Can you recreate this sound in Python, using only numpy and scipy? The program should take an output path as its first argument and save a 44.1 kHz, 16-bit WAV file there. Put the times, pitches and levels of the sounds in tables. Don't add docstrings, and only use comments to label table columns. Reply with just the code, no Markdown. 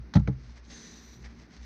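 import sys
import numpy as np
from scipy import signal
from scipy.fft import rfft, irfft, next_fast_len
from scipy.io import wavfile
from scipy.ndimage import map_coordinates

SR = 44100
rng = np.random.default_rng(int(sys.argv[2]) if len(sys.argv) > 2 else 0)


def to_wav(sig):
    pcm = np.clip(np.atleast_2d(sig), -1, 1) * 32767
    pcm = np.round(pcm).astype(np.int16)
    wavfile.write(sys.argv[1], SR, pcm.T)


N = 72765


def amp(db):
    return 10 ** (np.asarray(db) / 20)


def unit(x):
    return x / np.sqrt(np.mean(x ** 2) + 1e-20)


def clock():
    return np.arange(N) / SR


def curves(rows):
    times, *columns = np.transpose(rows)
    return [np.interp(clock(), times, column) for column in columns]


def wobble(rate):
    return map_coordinates(rng.standard_normal(4096), [clock() * rate], mode="wrap")


def filtered(x, response):
    size = next_fast_len(N + SR // 2)
    return irfft(rfft(x, size) * response(np.fft.rfftfreq(size, 1 / SR)), size)[:N]


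def noise(colour):
    pitches, db = np.transpose(colour)
    white = rng.standard_normal(N)
    return unit(filtered(white, lambda hz: amp(np.interp(np.log(hz + 1), np.log(pitches), db))))


def fade(start_s, rise_s, fade_s):
    age = np.maximum(clock() - start_s, 0)
    return (1 - np.exp(-age / rise_s)) * np.exp(-np.log(1000) * age / fade_s)


def ring(start_s, rise_s, fade_s, hz):
    return fade(start_s, rise_s, fade_s) * np.sin(2 * np.pi * hz * (clock() - start_s))


def tone(hz, sway):
    return np.sqrt(2) * np.sin(2 * np.pi * hz * clock() + sway)


def outdoor_air(level_db=-59):
    # pitch_hz, level_db
    air_colour = [(20, -7), (45, 11.5), (85, 6.5), (120, 3), (170, 2.5), (260, 2.5), (400, -3.5), (700, -7),
                  (1500, -7.5), (2200, -9), (3100, -20.5), (4200, -16), (6200, -19), (7200, -45.5),
                  (10500, -61), (13000, -59.5), (16000, -62)]
    return amp(level_db + 0.35 * wobble(6.02)) * noise(air_colour)


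def far_hum(hum_hz=60.93, octave_hz=118.2, waver_db=3, drift=1.08):
    # time_s, level_db
    hum_levels = [(0, -42), (.04, -43), (.08, -48.5), (.13, -62), (.36, -33.5), (.42, -56.5), (.49, -39.5),
                  (.58, -50), (.72, -50.5), (.82, -73), (.95, -56), (1.03, -60), (1.11, -49.5),
                  (1.18, -58.5), (1.26, -42.5), (1.36, -55), (1.44, -52), (1.51, -67), (1.6, -44),
                  (1.65, -47)]
    # time_s, drone_db, octave_db
    drone_levels = [(0, -58, -39), (.07, -57, -77.5), (.4, -59.5, -69), (.45, -68, -52), (.52, -62, -59.5),
                    (.62, -72.5, -68), (.72, -56.5, -66), (.95, -56, -75), (1.11, -59, -76),
                    (1.18, -56, -51), (1.31, -58, -63), (1.4, -56, -62), (1.52, -59, -68),
                    (1.65, -62.5, -65)]
    # pitch_hz, level_db
    drone_colour = [(60, -29), (115, -13.5), (165, 1), (240, 2), (320, -5), (450, -9.5), (700, -46),
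                    (2000, -51)]
    # pitch_hz, level_db (added to drone_db)
    overtones = [(172, -9), (232, -3), (295, -12.5), (358, -18)]
    (hum_db,) = curves(hum_levels)
    drone_db, octave_db = curves(drone_levels)
    lowest = amp(hum_db) * tone(hum_hz, 0.3 * wobble(5))
    drone = amp(-0.5) * noise(drone_colour)
    for hz, db in overtones:
        drone += amp(db + waver_db * wobble(7.45)) * tone(hz, drift * wobble(10.06))
    octave = amp(octave_db) * tone(octave_hz, drift * wobble(15))
    return lowest + octave + amp(drone_db) * drone


def cloth_scuffs(rough_db=2.0):
    # peak_s, half_length_s, rub_db, hiss_db
    scuffs = [(.331, .005, -66, -72), (0.482, 0.071, -71, -67), (.58, 0.013, -59, -64),
              (0.654, 0.012, -72, -64.5), (0.719, .018, -57, -53.5), (1.253, 0.014, -52.5, -57.5),
              (1.311, 0.021, -63, -68), (1.408, 0.036, -63, -64.5), (1.553, 0.032, -60.5, -61.5),
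              (1.644, 0.024, -62.5, -61)]
    # pitch_hz, level_db
    rub_colour = [(100, -16), (400, -5.5), (750, -1), (1200, -4), (1600, -0.5), (2000, 3.5), (2500, -4),
                  (3100, -10), (6000, -40), (10000, -56)]
    # pitch_hz, level_db
    hiss_colour = [(1000, -26), (3000, 0), (4200, 5.5), (6200, 4.5), (7300, -11.5), (8400, -15),
                   (10500, -40), (15000, -38)]
    rub, hiss = noise(rub_colour), noise(hiss_colour)
    out = np.zeros(N)
    for peak_s, half_length_s, rub_db, hiss_db in scuffs:
        swell = np.exp(-0.5 * ((clock() - peak_s) / half_length_s) ** 2)
        out += swell * (amp(rub_db) * rub + amp(hiss_db) * hiss)
    return out * amp(rough_db * wobble(350))


def cloth_slide(rough_db=1.0, whistle_db=-3, whistle_width_hz=200):
    # time_s, rub_db, whistle_hz, fizz_db
    slide = [(.67, -70, 6340, -115), (.70, -59, 6380, -102), (.75, -51.5, 6250, -101),
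             (.82, -52.5, 6080, -86), (.93, -55, 6020, -83.5), (1.05, -59.5, 5910, -79),
             (1.15, -59.5, 5900, -79), (1.19, -68.5, 5970, -84), (1.23, -64, 5960, -93)]
    # pitch_hz, level_db
    rub_colour = [(120, -19), (240, -6), (330, 9), (550, -3.5), (1400, -5), (1780, 4.5), (2100, -0.5),
                  (3100, -6.5), (4000, 4), (4700, 0), (5500, -1.5), (6500, 0.5), (7400, -11.5), (8600, -18),
                  (10500, -30), (15000, -48)]
    # pitch_hz, level_db
    fizz_colour = [(10500, -38), (12000, 5.5), (13300, 12.5), (14300, 4.5), (15500, -14)]
    rub_db, whistle_hz, fizz_db = curves(slide)
    moving = (clock() > slide[0][0]) & (clock() < slide[-1][0])
    phase = 2 * np.pi * np.cumsum(whistle_hz) / SR
    blur_rate = 2 * whistle_width_hz
    whistle = unit(wobble(blur_rate) * np.sin(phase) + wobble(blur_rate) * np.cos(phase))
    rub = amp(rub_db) * (noise(rub_colour) + amp(whistle_db) * whistle)
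    fizz = amp(fizz_db) * noise(fizz_colour)
    return moving * (rub + fizz) * amp(rough_db * wobble(100))


def feet_ticks():
    # start_s, click_db, knock_db, knock_hz, clatter_db
    touches = [(.1380, -29.5, -30, 1204, -41), (0.1543, -28, -25.5, 1345, -27.5),
               (0.161, -42, -39.5, 1000, -24), (.1700, -60, -24, 1277, -32),
               (.1960, -51.5, -52.5, 4720, -39.5), (.2750, -43, -26.5, 1580, -26)]
    # pitch_ratio (times knock_hz), level_db, fade_s
    foot_notes = [(1, 0, 0.0076), (1.42, -3.5, 0.014), (1.68, -10, 0.004), (2.55, -14, 0.014)]
    # pitch_hz, level_db
    click_colour = [(300, -22.5), (800, 3), (1200, -1), (2000, 0), (2800, -6.5), (4000, 3), (5000, -7),
                    (6200, -3), (7300, -24.5), (10000, -36.5), (15000, -45)]
    # pitch_hz, level_db
    clatter_colour = [(100, 4), (300, 7), (500, -4.5), (850, -3), (1050, -10), (1300, -9), (1600, -17.5),
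                      (2100, -16), (2900, -36.5), (6000, -35.5), (9000, -79)]
    out = np.zeros(N)
    for start_s, click_db, knock_db, knock_hz, clatter_db in touches:
        snap = fade(start_s, rise_s=0.00091, fade_s=0.0076)
        tail = amp(-7.5) * fade(start_s, rise_s=0.0016, fade_s=0.072)
        click = (snap + tail) * noise(click_colour)
        knock = sum(amp(db) * ring(start_s, 0.00039, fade_s, knock_hz * ratio)
                    for ratio, db, fade_s in foot_notes)
        clatter = fade(start_s, rise_s=0.0012, fade_s=0.068) * noise(clatter_colour)
        out += amp(click_db) * click + amp(knock_db) * knock + amp(clatter_db) * clatter
    return out


def bag_thumps():
    # pitch_hz, first_spot_db, second_spot_db, fade_s
    roof_notes = [(59.89, -23, -39.5, 0.9), (93, -13, -35, 0.21), (119, -14.5, -54, 0.23),
                  (129, -43.5, -15.5, 0.26), (144.5, -13, -29.5, 0.25), (176.3, -5.5, -17.5, 0.097),
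                  (200.5, -5.5, -19.5, 0.13), (208.3, -3, -49, 0.075), (232.5, -8.5, -39, 0.058),
                  (289.5, -18.5, -22.5, .11), (318, -33.5, -27.5, 0.068), (443.6, -34.5, -26, 0.09),
                  (578, -23, -34, 0.07), (716, -39.5, -50, 0.041), (843.4, -24, -36.5, 0.078),
                  (1340, -37.5, -76.5, 0.14)]
    # start_s, level_db, contact_s
    landings = [(.1511, 0, 0.0059), (.2813, -4, 0.0013)]
    out = np.zeros(N)
    for spot, (start_s, level_db, contact_s) in enumerate(landings):
        for k, (hz, *spot_db, fade_s) in enumerate(roof_notes):
            direction = (-1) ** k
            out += direction * amp(level_db + spot_db[spot]) * ring(start_s, contact_s, fade_s, hz)
    return out


def scene():
    return (outdoor_air() + far_hum() + cloth_scuffs() + cloth_slide() + feet_ticks() + bag_thumps())[None]


def record(dry, low_cut_hz=29, top_hz=15700):
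    bass_cut = signal.butter(3, low_cut_hz, "highpass", fs=SR, output="sos")
    thinned = signal.sosfilt(bass_cut, dry[0])
    return filtered(thinned, lambda hz: hz < top_hz)[None]


dry = scene()
out = record(dry)
to_wav(out)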